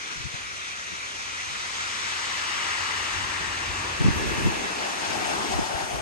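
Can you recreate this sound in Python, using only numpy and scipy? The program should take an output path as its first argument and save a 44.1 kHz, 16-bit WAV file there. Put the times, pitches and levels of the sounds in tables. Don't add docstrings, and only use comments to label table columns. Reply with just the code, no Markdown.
import sys
import numpy as np
from scipy import signal
from scipy.fft import rfft, irfft
from scipy.io import wavfile
from scipy.ndimage import uniform_filter1d

SR = 44100
rng = np.random.default_rng(int(sys.argv[2]) if len(sys.argv) > 2 else 0)


def unload_wav(signal):
    wavfile.write(
        sys.argv[1],
        SR,
        np.round(np.clip(np.atleast_2d(signal).T, -1, 1) * 32767).astype(np.int16),
    )


N = 265393

CREST_S = 0.35


def gain_of(db):
    return 10 ** (np.asarray(db) / 20)


def evened(x):
    return x / np.sqrt(np.mean(x ** 2) + 1e-20)


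def at_hz(table, hz):
    f, *columns = np.transpose(table)
    return [np.interp(np.log(hz + 1), np.log(f + 1), column) for column in columns]


def coloured(x, colour):
    response_db = at_hz(colour, np.fft.rfftfreq(N, 1 / SR))[0]
    return evened(irfft(rfft(x) * gain_of(response_db), N))


def panned(db):
    pair = np.array([gain_of(db / 2), gain_of(-db / 2)])
    return pair / np.sqrt(np.mean(pair ** 2, axis=0))


def noise_pair(correlation):
    left, other = rng.standard_normal((2, N))
    right = correlation * left + np.sqrt(1 - correlation ** 2) * other
    return np.array([left, right])


def lumps(shape, size):
    field = rng.standard_normal(shape)
    along_time = uniform_filter1d(field, size[0], axis=0)
    return evened(uniform_filter1d(along_time, size[1], axis=1))


def swell(peak_s, rise_db_per_s, fall_db_per_s, hold_s):
    t = np.arange(N) / SR - peak_s
    slope = np.where(t < 0, rise_db_per_s, fall_db_per_s)
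    return gain_of(-slope * (np.hypot(t, hold_s) - hold_s))


def swells(events, rise_db_per_s, fall_db_per_s, hold_s):
    power = sum((gain_of(db) * swell(s, rise_db_per_s, fall_db_per_s, hold_s)) ** 2 for s, db in events)
    return np.sqrt(power)


def water(colour, shore, patchy_db, flicker_db, surge_db, pitch=((0, 1),), glide_below_hz=1700):
    frame, hop = 1024, 256
    bins = np.fft.rfftfreq(frame, 1 / SR)
    t = np.arange(N // hop + 5) * hop / SR
    shape = (len(t), len(bins))
    glide = np.exp(-(bins / glide_below_hz) ** 2)
    hz = bins / np.interp(t, *np.transpose(pitch))[:, None] ** glide
    a, b, c, d = rng.standard_normal((4, *shape))
    coherence, lead, side_db = at_hz(shore, hz)
    coherence = np.clip(coherence, 0, 0.98)
    left = a + 1j * b
    shared = coherence * np.exp(-1j * lead) * left
    right = shared + np.sqrt(1 - coherence ** 2) * (c + 1j * d)
    patches = patchy_db * lumps(shape, size=(10, 12))
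    flicker = flicker_db * lumps(shape, size=(3, 160))
    surge = surge_db * lumps((len(t), 1), size=(16, 1))
    field_db = at_hz(colour, hz)[0] + patches + flicker + surge
    z = np.array([left, right]) * panned(side_db) * gain_of(field_db)
    sound = signal.istft(z.transpose(0, 2, 1), nperseg=frame, noverlap=frame - hop)[1]
    return evened(sound[:, :N])


def pebbles(colour, lead_ms, per_s, spread_db, ring_s, count=24):
    t, out = np.arange(256) / SR, np.zeros((2, N))
    for hz in np.geomspace(1500, 9000, count):
        struck = rng.random(N) < per_s / count / SR
        knocks = struck * gain_of(spread_db * np.minimum(rng.exponential(1, N), 4))
        late = np.array([[0], [1]]) * lead_ms / 1000 * rng.uniform(0, 2)
        age = np.maximum(t - (late - late.min()), 0)
        ring = np.sin(2 * np.pi * hz * age) * np.exp(-age / ring_s)
        click = ring * panned(rng.normal(1.7, 4.0))[:, None]
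        out += signal.oaconvolve(knocks[None], click, axes=1)[:, :N]
    return coloured(out, colour)


def backwash():
    # (frequency [Hz], relative density [dB])
    backwash_colour = [(40, -36), (150, -14), (350, -12), (600, -9), (900, -7.5), (1300, 0), (1900, 0.5),
                       (2450, 1.4), (2900, -3.5), (3600, -4), (4700, -9.5), (6300, -7.5), (8500, -15.5),
                       (10000, -21.5), (12500, -39)]
    # (frequency [Hz], coherence [0-1], left phase lead [rad], left minus right level [dB])
    shore_ahead = [(220.0, 0.5, 1, 2.0), (390.0, 0.54, 1.26, 4.5), (1110, 0.81, 3.17, 1.5),
                   (1810.0, 0.84, 3.36, 0.5), (2120, 0.04, 4.56, 0.5), (2280.0, 0.74, 6.0, -3),
                   (2540.0, 1, 7.2, 0.5), (2850, 0.6, 7.3, -1), (2950, 0.65, 7.8, 2.0),
                   (3470, 0.5, 8.4, 3.5), (3920.0, 0.2, 8.5, 4.5), (5210.0, 0.14, 2.7, 3.5),
                   (5940, 0.4, 3.6, 4), (6300, 0.5, 0.54, 0.5), (7900, 0.37, 3.3, 1.5),
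                   (8600, 0.65, 1.1, -8), (9470.0, 0, 3.0, -1.5)]
    # (time of crest [s], level before mix [dB])
    drainings = [(2.2, -33), (4.7, -33)]
    rush = water(backwash_colour, shore_ahead, patchy_db=1.5, flicker_db=0.57, surge_db=0.1)
    stones = pebbles(backwash_colour, lead_ms=0.455, per_s=1300, spread_db=-2.5, ring_s=0.00044)
    flow = swells(drainings, rise_db_per_s=1.8, fall_db_per_s=11.5, hold_s=CREST_S)
    return flow * (gain_of(-1.0) * rush + gain_of(-17) * stones)


def breeze(lumpy_db=3.5, side_db=1.0):
    # (frequency [Hz], relative density [dB])
    breeze_colour = [(12, -40), (28, -22), (55, 2.5), (90, -2.5), (150, -5), (250, -15.5), (400, -13.5),
                     (650, -40), (2000, -36)]
    # (time of peak [s], level [dB])
    puffs = [(0.2, -52), (0.48, -52), (1.24, -54), (1.55, -47.5), (2.05, -55), (2.55, -49), (3.19, -51),
             (3.43, -49), (3.68, -54), (4.2, -33), (4.33, -35), (4.42, -31.5), (5.17, -41.5), (5.33, -45),
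             (5.54, -36.5), (5.8, -46), (5.96, -42.5)]
    steady_db = -61
    unevenness = gain_of(lumpy_db * lumps((N, 1), size=(1500, 1))[:, 0])
    rumble = evened(coloured(noise_pair(-0.51), breeze_colour) * unevenness)
    puff_gain = swells(puffs, rise_db_per_s=140, fall_db_per_s=125, hold_s=0.056)
    wind = np.hypot(gain_of(steady_db), puff_gain)
    return wind * rumble * panned(side_db)[:, None]


def drone(waver_hz=0.26):
    # (multiple of the fundamental, relative level [dB])
    engine_orders = [(1, 0.5), (2, -9)]
    # (frequency [Hz], relative density [dB])
    drone_colour = [(25, -39), (45, -3.5), (68, -1), (100, -3), (140, -11.5), (220, -13.5), (380, -9),
                    (600, -33), (1500, -58)]
    engine_hz, engine_db = 91.6, -49.5
    rumble_db, rumble_floor_db = -42, -60
    peak_s, hold_s = 3.83, 0.18
    turns = np.cumsum(engine_hz + waver_hz * lumps((N, 1), size=(12000, 1))[:, 0]) / SR
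    hum = evened(sum(gain_of(db) * np.sin(2 * np.pi * k * turns) for k, db in engine_orders))
    hum_gain = gain_of(engine_db) * swell(peak_s, 4, 10, hold_s)
    rumble_swell = gain_of(rumble_db) * swell(peak_s, 12, 23, hold_s)
    rumble_gain = np.hypot(rumble_swell, gain_of(rumble_floor_db))
    rumble = coloured(noise_pair(0.85), drone_colour)
    return hum_gain * hum + rumble_gain * rumble


def swash():
    # (frequency [Hz], relative density [dB])
    swash_colour = [(40, -30), (150, -24.5), (350, -13.5), (650, -13.5), (950, -3), (1250, 0), (1600, -0.6),
                    (2000, 1.5), (2450, -3.5), (2900, -1.5), (3600, -9.5), (4700, -10.5), (6000, -17),
                    (7800, -13), (10000, -29.5), (12500, -37)]
    foam_colour = [(300, -15), (900, -1), (1200, -1), (2400, -1.5), (4000, 0.5), (6300, -3), (8000, -2.5),
                   (10000, -26), (12500, -33)]
    # (frequency [Hz], coherence [0-1], left phase lead [rad], left minus right level [dB])
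    shore_right = [(220.0, 0.96, 0.6, 0.5), (600.0, 0.82, -2.2, 5), (690.0, 0.72, -2.8, 8.5),
                   (960, 0.36, 0.5, 2.0), (1330, 0.37, -2, 4.0), (1510.0, 0.95, -2.5, 3.5),
                   (1850.0, 0.18, -3.5, 8.5), (1980.0, 0.48, -5.1, 8), (2370.0, 0.25, -5.5, 7),
                   (2520, 0.31, -5, 7), (3030, 0.86, -6, 5.5), (3250, 0.54, -3.5, -5),
                   (3750, 0.36, -5.5, -3), (4350.0, 0.36, -0.2, -5), (5810.0, 0.8, 2.5, 0.5),
                   (6470, 0.48, -0.3, 7), (7360.0, 0.18, 4, 10.0), (8040, 0.35, -7, 10.0),
                   (9700, 0.22, -1.5, 3)]
    # (time [s], frequency factor)
    swash_pitch = [(2.0, 1.03), (2.7, 0.97), (3.6, 0.92), (4.5, 0.97)]
    # (time of crest [s], level of the rush [dB])
    run_ups = [(0.1, -44.5), (2.72, -28)]
    foam_lead_s, foam_db = 0.77, -10
    rush = water(swash_colour, shore_right, patchy_db=1.0, flicker_db=0.06, surge_db=0.05,
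                 pitch=swash_pitch, glide_below_hz=4800)
    stones = pebbles(swash_colour, lead_ms=-0.27, per_s=1400, spread_db=2.0, ring_s=0.00046)
    foam = water(foam_colour, shore_right, patchy_db=1.5, flicker_db=0.9, surge_db=0.0)
    flow = swells(run_ups, rise_db_per_s=13, fall_db_per_s=4.5, hold_s=CREST_S)
    fronts = [(s - foam_lead_s, db + foam_db) for s, db in run_ups]
    fizz = swells(fronts, rise_db_per_s=21, fall_db_per_s=10, hold_s=CREST_S)
    return flow * (rush + gain_of(-19.0) * stones) + fizz * foam


def breaker():
    # (frequency [Hz], relative density [dB])
    breaker_colour = [(40, -27), (150, -13), (280, -13.5), (380, -6.5), (490, -10.5), (620, 0), (720, 1),
                      (860, 1), (1000, -4), (1400, -7.5), (2200, -12.5), (3200, -15), (5000, -20),
                      (9000, -21), (12500, -34)]
    plunge_colour = [(50, -20), (140, -6), (185, -5), (225, 4), (275, 0), (400, 1.5), (500, -6), (900, -46)]
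    splash_colour = [(200, -41), (600, -12), (1200, 0.5), (2500, 1.5), (3300, -1), (4500, -3), (6000, -5.5),
                     (8000, -5.5), (10000, -25), (12500, -32)]
    # (frequency [Hz], coherence [0-1], left phase lead [rad], left minus right level [dB])
    shore_left = [(220.0, 0.1, 2.35, 1.5), (390.0, 0.79, 1.04, -0.5), (613, 0.52, 3.05, 6.5),
                  (784, 0.46, 1.8, 6), (950.0, 0.47, 2.44, 6.5), (1230, 0.55, 3.1, -2),
                  (1560, 0.26, 4.2, 5), (1810.0, 1, 1.9, 3.5), (2280.0, 0.4, 4.6, 5.0),
                  (2500.0, 0.66, 8.9, 13), (2840.0, 0.96, 5.3, 4.5), (3190.0, 0.33, 8.5, 8),
                  (3960.0, 0.36, 10.3, 0), (4280, 0.49, 11.2, -1), (5120.0, 0.34, 13.0, -2),
                  (5810.0, 0.63, 15.8, 1), (6200, 0.39, 11.8, 7), (7670.0, 0.23, 16, 5),
                  (8530.0, 0.35, 13.5, 2.0), (9470.0, 0.1, 19, -1)]
    # (time [s], frequency factor)
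    breaker_pitch = [(4.2, 1.45), (4.8, 1.05), (5.35, 1.07), (5.85, 0.98)]
    # (time [s], spray
    # level [dB], thump level [dB])
    collapses = [(0.1, -40.5, -52.5), (3.33, -44, -48), (3.8, -44, -52), (4.19, -54, -38), (4.28, -50, -38),
                 (4.4, -42.5, -35.5), (4.56, -57, -38.5), (4.82, -37.5, -41.5), (5.149, -33.5, -39),
                 (5.32, -36.5, -38.5), (5.45, -41, -38), (5.58, -34, -42), (5.85, -45, -58)]
    fold_peak_s, fold_db = 5.45, -29.5
    trapped_air_db = -3.5
    roar = water(breaker_colour, shore_left, patchy_db=1.7, flicker_db=0.4, surge_db=0.53, pitch=breaker_pitch)
    thump = water(plunge_colour, shore_left, patchy_db=-0.2, flicker_db=1.2, surge_db=0.85)
    splash = water(splash_colour, shore_left, patchy_db=1.5, flicker_db=2.7, surge_db=1.7)
    fold = gain_of(fold_db) * swell(fold_peak_s, rise_db_per_s=8.5, fall_db_per_s=5, hold_s=CREST_S)
    shape = {"rise_db_per_s": 68, "fall_db_per_s": 44, "hold_s": 0.055}
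    times, spray_db, thump_db = np.transpose(collapses)
    fall = swells(zip(times, thump_db), **shape)
    spray = swells(zip(times, spray_db), **shape)
    roar_gain = np.hypot(fold, gain_of(trapped_air_db) * fall)
    return roar_gain * roar + fall * thump + spray * splash


def gusts(eddy_db=-8.5, growth=0.58):
    # (time [s], level [dB], length [s], left minus right level [dB], relative air speed)
    buffets = [(0.16, -43, 0.0094, 18, 0.95), (0.179, -40.5, 0.012, 20, 0.81),
               (0.205, -37, 0.012, 16, 0.69), (0.259, -30.5, 0.023, 12, 0.86),
               (0.346, -33.5, 0.009, 15, 0.8), (0.933, -42, .022, 9, 1.9), (1.511, -47, 0.05, -3, 0.86),
               (3.17, -39, 0.032, 15, 0.5), (3.24, -41, 0.044, 18, 0.7), (3.71, -35, .022, 15, 0.66),
               (4.014, -17.5, 0.016, 1, 1.08), (4.052, -16.5, 0.014, 3, 1.03), (4.067, -18, 0.02, -4, 1.04),
               (4.088, -16, 0.013, 4.5, 0.94), (4.108, -21, 0.013, -4, 0.99), (4.16, -31, 0.016, -3, 1.08),
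               (4.261, -33, 0.05, 0, 1.4), (4.379, -35, 0.046, -2, 1.5), (4.463, -18, 0.032, 1.5, 1.08),
               (4.493, -24, 0.018, -1.5, 0.97), (5.557, -28, 0.025, 3, 0.49), (5.594, -19, 0.0095, 1, 1.9),
               (5.616, -30, .014, 3, 0.84), (5.754, -31, 0.015, 25, 0.8), (5.84, -36, .021, 5, 0.74)]
    # (frequency [Hz], relative density [dB])
    swirl_colour = [(12, -40), (28, -27), (55, -10), (95, 5.5), (170, 3.5), (230, -10), (350, -29),
                    (900, -56)]
    eddy_colour = [(40, -23), (130, 1), (220, 4), (400, -2.5), (600, -19), (2500, -47)]
    t, out = np.arange(N) / SR, np.zeros((2, N))
    swirl = coloured(noise_pair(-1.0), swirl_colour)
    swirl = swirl / np.sqrt(uniform_filter1d((swirl ** 2).mean(0), size=500) + 1e-9)
    eddies = coloured(noise_pair(0.081), eddy_colour)
    hardest_db = max(row[1] for row in buffets)
    for s, db, length, side_db, speed in buffets:
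        near = abs(t - s) < 2 * length
        age = t[near] - s
        air = swirl + gain_of(eddy_db + growth * (db - hardest_db)) * eddies
        passing = np.array([np.interp(s + speed * age, t, port) for port in air])
        force = gain_of(db) * np.exp(-2 * (age / length) ** 2)
        out[:, near] += force * panned(side_db)[:, None] * passing
    return out


def spill():
    # (frequency [Hz], relative density [dB])
    spill_colour = [(300, -16), (600, -2), (850, -6), (1100, -17), (1350, -30), (1700, 2), (2150, -19),
                    (2620, 1.5), (3300, -40), (9000, -43)]
    # (frequency [Hz], coherence [0-1], left phase lead [rad], left minus right level [dB])
    shore_spill = [(600, 0.4, -3.5, 2), (1670, 0.75, -3.5, -12), (2670, 0.93, -7.5, 3)]
    peak_s, level_db = 4.32, -35
    bubbles = water(spill_colour, shore_spill, patchy_db=1.0, flicker_db=1.0, surge_db=0.3)
    return gain_of(level_db) * swell(peak_s, rise_db_per_s=17, fall_db_per_s=13, hold_s=0.28) * bubbles


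def scene():
    return backwash() + breeze() + drone() + swash() + breaker() + gusts() + spill()


def record(dry):
    # (centre [Hz], width [Hz], gain [dB])
    housing = [(2420, 1460, -1), (5900, 1230, 3), (7840, 510, -1.5), (10400, 7400, -0.5)]
    edge_hz = 13100
    hz = np.fft.rfftfreq(N, 1 / SR)
    colour_db = sum(db / (1 + (2 * (hz - centre) / width) ** 2) for centre, width, db in housing)
    heard = irfft(rfft(dry) * gain_of(colour_db), N)
    low_pass = signal.firwin(511, edge_hz, window=("kaiser", 9), fs=SR)
    return signal.oaconvolve(heard, low_pass[None], "same", axes=1)


dry = scene()
out = record(dry)
unload_wav(out)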